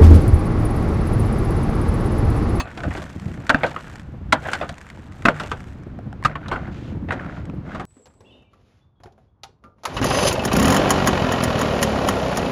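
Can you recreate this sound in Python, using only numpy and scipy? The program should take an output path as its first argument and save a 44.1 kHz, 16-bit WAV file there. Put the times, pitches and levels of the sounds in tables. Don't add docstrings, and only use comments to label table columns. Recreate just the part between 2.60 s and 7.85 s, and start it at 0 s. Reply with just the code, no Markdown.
import sys
import numpy as np
from scipy import signal
from scipy.fft import rfft, irfft
from scipy.io import wavfile

SR = 44100
rng = np.random.default_rng(int(sys.argv[2]) if len(sys.argv) > 2 else 0)


def persist_wave(psi):
    counts = np.round(np.clip(psi, -1, 1) * 32767).astype(np.int16)
    wavfile.write(sys.argv[1], SR, np.atleast_2d(counts).T)


N = 231657
TIME = np.arange(N) / SR
HIT_SIZE = 16384
AGE = np.arange(HIT_SIZE) / SR

# start_s, level_db, crushing_s, slab_hz, slab_db, overtone_db, thump_db, hollow_db,
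# splinter_db
BLOWS = [(0.000, -23.5, 0.009, 1090, 3.5, -20, -8, -3, -4.5),
         (0.8932, -12.5, 0.0016, 1560, -5, -2, -10, 1, -5),
         (0.8982, -15, 0.0064, 1576, 8.5, -31, -7, 3, -20),
         (0.9447, -17.5, 0.00075, 1555, 7, -30, 6, 2.5, -28),
         (1.7231, -9, 0.0059, 1220, -2, 24, -11, 3.5, -5),
         (2.6519, -10, 0.0058, 1485, 1, -8.5, -19, 1.5, -11.5),
         (2.667, -21, 0.016, 1230, -9, -20, -11, 5.5, -32),
         (2.684, -11, 0.0005, 1385, 0, -9, -0.5, -1, -16.5),
         (3.648, -18.5, 0.011, 1265, 12.5, -25, 2, -25, -4.5)]
# frequency_hz, relative_level_db
SPLINTER_SPECTRUM = [(500, -36), (2000, 4), (3500, 11.5), (5500, 1), (7500, -3.5), (10000, -11.5),
                     (13000, -25), (16000, -14)]
# frequency_hz, relative_level_db
CHIP_SPECTRUM = [(200, -17), (900, 2), (1800, 7.5), (4000, -9), (7500, -10), (11000, -23.5), (13000, -28),
                 (16000, -32)]
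# frequency_hz, relative_level_db
BUFFET_SPECTRUM = [(10, -46), (25, -22), (50, -3), (90, 1.5), (140, -4.5), (220, -13.5), (400, -44.5),
                   (1500, -66)]
# frequency_hz, relative_level_db
FLUTTER_SPECTRUM = [(50, -20), (130, 0), (200, 1.5), (290, -2.5), (420, -14), (700, -22), (2000, -39.5),
                    (8000, -77)]


def amp(db):
    return 10 ** (np.asarray(db) / 20)


def curves(table):
    s, *columns = np.transpose(table)
    return [np.interp(TIME, s, column) for column in columns]


def unit(x):
    return x / np.sqrt(np.mean(x ** 2))


def unit_hit(x):
    return x / np.sqrt(np.sum(x ** 2) / (SR / 100))


def fade(t60):
    return np.exp(-np.log(1000) * AGE / max(t60, 1e-3))


def through(x, response):
    return signal.fftconvolve(x, response)[:len(x)]


def colour(x, points, size=4096):
    hz, db = np.transpose(points)
    bins_hz = np.arange(size // 2 + 1) * SR / size
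    log_gain = np.log(amp(np.interp(np.log(bins_hz + 1), np.log(hz), db)))
    cepstrum = irfft(log_gain)
    cepstrum[1:size // 2] *= 2
    cepstrum[size // 2 + 1:] = 0
    return through(x, irfft(np.exp(rfft(cepstrum))))


def ring(modes):
    return sum(amp(db) * fade(t60) * np.sin(2 * np.pi * hz * AGE) for hz, db, t60 in modes)


def fractures(size, rate, spread_db):
    strength = amp(spread_db * np.minimum(rng.exponential(size=size), 4))
    happens = rng.random(size) < rate / SR
    return happens * strength * rng.choice([-1, 1], size)


def crush(length, rise, release):
    push = (1 - np.exp(-AGE / rise)) * np.exp(-np.maximum(AGE - length, 0) / release)
    return push * fractures(HIT_SIZE, rate=9000, spread_db=2.0)


def hollow(force, t60):
    hollow_spectrum = [(80, -9.5), (250, -3), (400, -5.5), (520, -2), (690, 0), (1000, -7.5), (1500, -5.5),
                       (2100, -20), (2800, -21), (6000, -45), (16000, -64)]
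    walls = rng.standard_normal(HIT_SIZE) * fade(t60)
    return unit_hit(colour(through(force, walls), hollow_spectrum))


def patter(rate, spread_db, t60):
    energy = through(fractures(N, rate, spread_db) ** 2, fade(t60) ** 2)
    return unit(np.sqrt(np.abs(energy)) * rng.standard_normal(N))


def tumble(count, spread_db, cycles):
    lump_size = 768
    when, pitch, strength, turn = rng.random((count, 4)).T[:, :, None]
    hz = 300 * 20 ** pitch
    gain = amp(-spread_db * np.log(np.maximum(strength, .03))) * hz
    turns = hz * AGE[:lump_size]
    decay = np.exp(-np.log(1000) * turns / cycles)
    lumps = gain * decay * np.sin(2 * np.pi * turns) * np.sign(turn - .5)
    place = (when * N).astype(int) + np.arange(lump_size)
    return unit(np.bincount(place.ravel(), lumps.ravel(), N)[:N])


def swell(s, length, rise, release):
    age = np.maximum(TIME - s, 0)
    return (1 - np.exp(-age / rise)) * np.exp(-np.maximum(age - length, 0) / release)


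def surge(s, rise, release):
    return np.exp(np.minimum((TIME - s) / rise, (s - TIME) / release))


def add(track, s, sound):
    start = int(np.clip(s * SR, 0, N - 1))
    track[start:start + len(sound)] += sound[:N - start]


def blows():
    # frequency_hz, relative_level_db, t60_s
    trough_modes = [(149.7, -3.5, 1), (228, -5, 0.078), (253.7, 5, 0.12), (281, 10, 0.07)]
    # frequency_hz, relative_level_db
    crack_spectrum = [(100, -4), (300, 17), (480, -34.5), (750, 0), (1400, 13.5), (2000, 7), (2700, -1),
                      (5000, -37.5), (9000, -56), (12500, -65.5), (16000, -67)]
    out = np.zeros(N)
    for s, db, length, slab_hz, slab_db, overtone_db, thump_db, hollow_db, splinter_db in BLOWS:
        release = 0.0016 + 0.42 * length
        force = crush(length, rise=.0013, release=release)
        crack = unit_hit(colour(force, crack_spectrum))
        slab_modes = [(slab_hz, 0, .018), (1.664 * slab_hz, overtone_db, .025)]
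        slab = amp(slab_db) * unit_hit(through(force, ring(slab_modes)))
        thump = amp(thump_db) * unit_hit(through(force, ring(trough_modes)))
        walls = amp(hollow_db) * hollow(force, t60=0.14)
        splintering = crush(length, rise=0.001, release=0.0062)
        splinters = amp(splinter_db) * unit_hit(colour(splintering, SPLINTER_SPECTRUM))
        add(out, s, amp(db) * (crack + slab + thump + walls + splinters))
    return amp(-4.5) * out


def clinks():
    # start_s, level_db
    hard_hits = [(0.000, -27), (2.654, -36), (3.650, -34)]
    # frequency_hz, relative_level_db, t60_s
    steel_modes = [(746, -6, .25), (1168, -4, .2), (2590, 0, .12), (3410, -11, .1), (4160, -7, .1),
                   (4480, -3, .07), (6380, -4, .07), (7590, -15, .13), (9140, -19, .09), (10430, -16, .1)]
    out = np.zeros(N)
    for s, db in hard_hits:
        add(out, s, amp(db) * unit_hit(ring(steel_modes)))
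    return out


def chunks():
    # start_s, level_db, pitch_hz, body_db, treble_db, rattling_s (time constant)
    knocks = [(0.174, -24, 800, -7, -16.5, .005), (0.203, -31.5, 1520, -3.5, -13.5, .004),
              (0.234, -24, 1600, 0, -18.5, .007), (0.307, -26.5, 1850, -7.5, -30, 0.0098),
              (0.35, -20, 770, -11, -34, 0.0046), (0.37, -29, 1630, -4.5, -13, 0.011),
              (0.418, -30, 1160, -3.5, -14, 0.009), (1.033, -8.5, 895, -7, -60, 0.0052),
              (1.039, -13, 1530, -8.5, -48, 0.008), (1.062, -35.5, 1580, 4, -4, 0.017),
              (1.112, -27.5, 940, -20, -19, 0.0045), (1.162, -17.5, 1280, -12.5, -42, 0.0042),
              (1.852, -25.5, 1610, -6.5, -21.5, 0.0097), (1.932, -14, 1610, -12.5, -13, 0.0064),
              (1.95, -22.5, 1520, -19, -14.5, 0.0067), (2.011, -19, 710, -2, -28, .006),
              (2.027, -29.5, 620, 0.5, -40, 0.0071), (2.091, -28, 1550, -4, -8.5, 0.0055),
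              (2.798, -18.5, 1450, -7, -15.5, 0.012), (2.834, -24.5, 686, -9, -18, 0.0052),
              (2.914, -15.5, 1290, -11, -19.5, 0.0078), (3.754, -18, 1100, -13.5, -56, 0.006),
              (3.858, -29.5, 1390, -48, -51, 0.0097), (3.882, -34.5, 1400, 2, -4.5, 0.0055),
              (3.914, -15, 840, -2, -33, 0.0038), (3.924, -26, 880, -2.5, -23, 0.019),
              (3.958, -20.5, 1430, -10, -38, 0.0063), (4.486, -25.5, 800, -5, -39, 0.0059),
              (4.506, -15.5, 1520, -13, -54, 0.0059), (4.52, -21, 1520, -3, -18.5, 0.011),
              (4.595, -29.5, 1630, -8, -34, .003), (5.147, -28, 1350, -1, -18.5, 0.01),
              (5.196, -23.5, 1290, -4.5, -20.5, 0.013)]
    # frequency_hz, relative_level_db
    knock_spectrum = [(100, -17), (300, -9), (480, -8), (750, 15), (1000, 19.5), (1400, 23), (2200, 18.5),
                      (3500, 4.5), (7000, -14.5), (11000, -91), (16000, -91)]
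    out = np.zeros(N)
    for s, db, hz, body_db, treble_db, rattle in knocks:
        force = crush(0.00092, rise=0.00083, release=rattle)
        knock = amp(-12.0) * unit_hit(colour(force, knock_spectrum))
        tone = amp(-8.5) * unit_hit(through(force, ring([(hz, 0, .018)])))
        body = amp(body_db) * hollow(force, t60=0.15)
        edge = amp(treble_db) * unit_hit(colour(force, SPLINTER_SPECTRUM))
        add(out, s, amp(db) * (knock + tone + body + edge))
    return out


def drag():
    # start_s, length_s, run_up_s, grinding_db, swish_db
    shoves = [(3.659, 0.049, 0.0069, -39.5, -70), (3.784, 0.29, 0.073, -43, -58),
              (4.108, 0.19, 0.015, -65, -52.5), (4.484, .18, 0.034, -41.5, -60),
              (4.679, .11, 0.032, -46.5, -54.5), (5.033, 0.15, 0.054, -43, -53.5)]
    # frequency_hz, relative_level_db
    grind_spectrum = [(150, -2.5), (450, -6.5), (720, -2), (1000, -10.5), (1450, -10.5), (2100, -11.5),
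                      (3200, -30), (6000, -44), (12000, -52)]
    # frequency_hz, relative_level_db
    swish_spectrum = [(1000, 8.5), (3200, 5.5), (5000, -5.5), (7200, -8.5), (8500, -19), (12000, -24),
                      (16000, -54)]
    grinding, swish = 0, 0
    for s, length, rise, grind_db, swish_db in shoves:
        speed = swell(s, length, rise, release=0.044)
        grinding = grinding + amp(grind_db) * speed
        swish = swish + amp(swish_db) * speed
    lumps = tumble(count=5000, spread_db=3.5, cycles=10)
    rasp = patter(rate=500, spread_db=3.8, t60=.02)
    grind = unit(colour(lumps + amp(-5.0) * rasp, grind_spectrum))
    slab = unit(through(rasp, ring([(1434, 0, 0.0096)])))
    hiss = unit(colour(patter(rate=2600, spread_db=-0.5, t60=0.014), swish_spectrum))
    return grinding * (amp(2) * grind + amp(-0.5) * slab) + amp(3) * swish * hiss


def rubble():
    # start_s (peak of the spill), rubble_db, spray_db, build_up_s, shower_db, shower_length_s
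    scoops = [(0.07, -37, -58, 0.028, -58.5, 0.31), (0.36, -44, -48.5, 0.07, -59, 0.67),
              (1.04, -35, -55.5, 0.1, -56, 0.33), (1.89, -30, -42.5, 0.052, -61.5, 0.74),
              (2.80, -39, -47.5, 0.065, -61.5, 0.33)]
    # frequency_hz, relative_level_db
    grit_spectrum = [(150, -11), (420, 2), (700, 7.5), (1000, -1), (1500, 6), (2200, -3), (3500, -15.5),
                     (6000, -34.5), (12000, -74.5)]
    # frequency_hz, relative_level_db
    spray_spectrum = [(1000, -1.5), (3000, 0), (5000, -8), (7500, -7), (9500, -16), (12500, -16),
                      (14000, -27), (16000, -36.5)]
    spill, mist, shower = 0, 0, 0
    for s, grit_db, spray_db, rise, shower_db, length in scoops:
        spill = spill + amp(grit_db) * surge(s, rise, release=0.078)
        mist = mist + amp(spray_db) * surge(s, rise, release=0.087)
        shower = shower + amp(shower_db) * swell(s, length, rise=0.064, release=0.065)
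    crumbs = sum(amp(db) * swell(s, 0, rise=.006, release=0.099) for s, db, *_ in BLOWS)
    lumps = tumble(count=4000, spread_db=4, cycles=10)
    crackle = patter(rate=400, spread_db=5, t60=0.025)
    grit = unit(colour(lumps + amp(8.5) * crackle, grit_spectrum))
    spray = unit(colour(patter(rate=700, spread_db=4, t60=0.018), spray_spectrum))
    strays = unit(colour(patter(rate=90, spread_db=3.5, t60=.014), CHIP_SPECTRUM))
    coarse = spill + amp(6) * shower + amp(-40.5) * crumbs
    return coarse * grit + (mist + shower) * (spray + amp(2.5) * strays)


def chips():
    # start_s, relative_level_db
    landings = [(0.3384, -25), (0.597, -25.5), (0.74, -26.5), (0.867, -20), (1.3561, -23), (1.396, -26.5),
                (2.1813, -25.5), (2.2131, -25), (2.2664, -27.5), (2.3007, -23.5), (2.522, -31.5),
                (2.6221, -24), (3.0044, -28), (3.234, -34.5), (3.638, -20), (4.854, -31.5)]
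    out = np.zeros(N)
    for s, db in landings:
        force = crush(.0004, rise=.0002, release=.003)
        add(out, s, amp(db) * unit_hit(colour(force, CHIP_SPECTRUM)))
    return amp(-17) * out


def taps():
    # start_s, level_db, pitch_hz
    shifts = [(2.374, -43, 875), (3.389, -36, 715), (3.528, -37.5, 790), (3.626, -35, 1070),
              (4.898, -42, 1340)]
    out = np.zeros(N)
    for s, db, hz in shifts:
        force = crush(.0004, rise=.0002, release=.0012)
        wood = unit_hit(through(force, ring([(hz, 0, .016), (1.77 * hz, -5, .01)])))
        click = amp(-22) * unit_hit(colour(force, CHIP_SPECTRUM))
        add(out, s, amp(db) * (wood + click))
    return out


def puffs():
    # start_s, relative_level_db
    bumps = [(0.27, -17), (0.375, -21.5), (0.553, -21), (0.656, -19), (0.681, -18.5), (1.483, -29),
             (1.537, -25.5), (1.608, -28), (2.385, -28.5), (3.263, -24), (4.276, -23), (4.347, -22),
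             (4.442, -19), (4.786, -25), (4.885, -25), (4.932, -20.5)]
    out = np.zeros(N)
    for s, db in bumps:
        push = unit_hit(colour(crush(.008, rise=.004, release=.006), FLUTTER_SPECTRUM))
        heave = unit_hit(colour(crush(.02, rise=.008, release=.01), BUFFET_SPECTRUM))
        add(out, s, amp(db) * (push + amp(-1.5) * heave))
    return amp(-7.0) * out


def wind():
    # start_s, buffeting_db, flutter_db
    strength = [(0.0, -36, -40), (0.1, -42.5, -42.5), (0.28, -29, -34), (0.48, -39.5, -40.0),
                (0.66, -31, -32.5), (0.85, -40.5, -37), (1.28, -42, -46.5), (1.55, -32.5, -42),
                (1.95, -38, -39.5), (2.26, -42, -48), (2.5, -41.5, -44.5), (2.9, -35, -39.5),
                (3.2, -37.5, -43.5), (3.46, -35, -36), (3.75, -36, -42.5), (4.0, -33, -36),
                (4.9, -34.5, -33), (5.25, -37.5, -34.5)]
    # frequency_hz, relative_level_db
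    air_spectrum = [(30, 5), (150, -3), (400, -8), (1400, -13), (3000, -25.5), (7000, -42), (12000, -72),
                    (16000, -42.5)]
    buffet_db, flutter_db = curves(strength)
    slow = signal.butter(2, 22, fs=SR, output="sos")
    eddies = unit(signal.sosfilt(slow, rng.standard_normal(N)))
    buffet = unit(colour(rng.standard_normal(N), BUFFET_SPECTRUM) * amp(1.54 * eddies))
    flutter = unit(colour(rng.standard_normal(N), FLUTTER_SPECTRUM) * amp(3.5 * eddies))
    air = unit(colour(rng.standard_normal(N), air_spectrum))
    return amp(buffet_db) * buffet + amp(flutter_db) * flutter + amp(-47) * air


def scene():
    ice = blows() + clinks() + chunks() + drag() + rubble() + chips() + taps()
    return (ice + puffs() + wind())[None]


def record(dry):
    thinned = signal.sosfilt(signal.butter(1, 20, "high", fs=SR, output="sos"), dry)
    softened = signal.sosfilt(signal.butter(2, 13000, fs=SR, output="sos"), thinned)
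    clipped = np.clip(softened, -1, 1)
    return signal.sosfilt(signal.ellip(8, .2, 70, 15500, fs=SR, output="sos"), clipped)


dry = scene()
out = record(dry)
persist_wave(out)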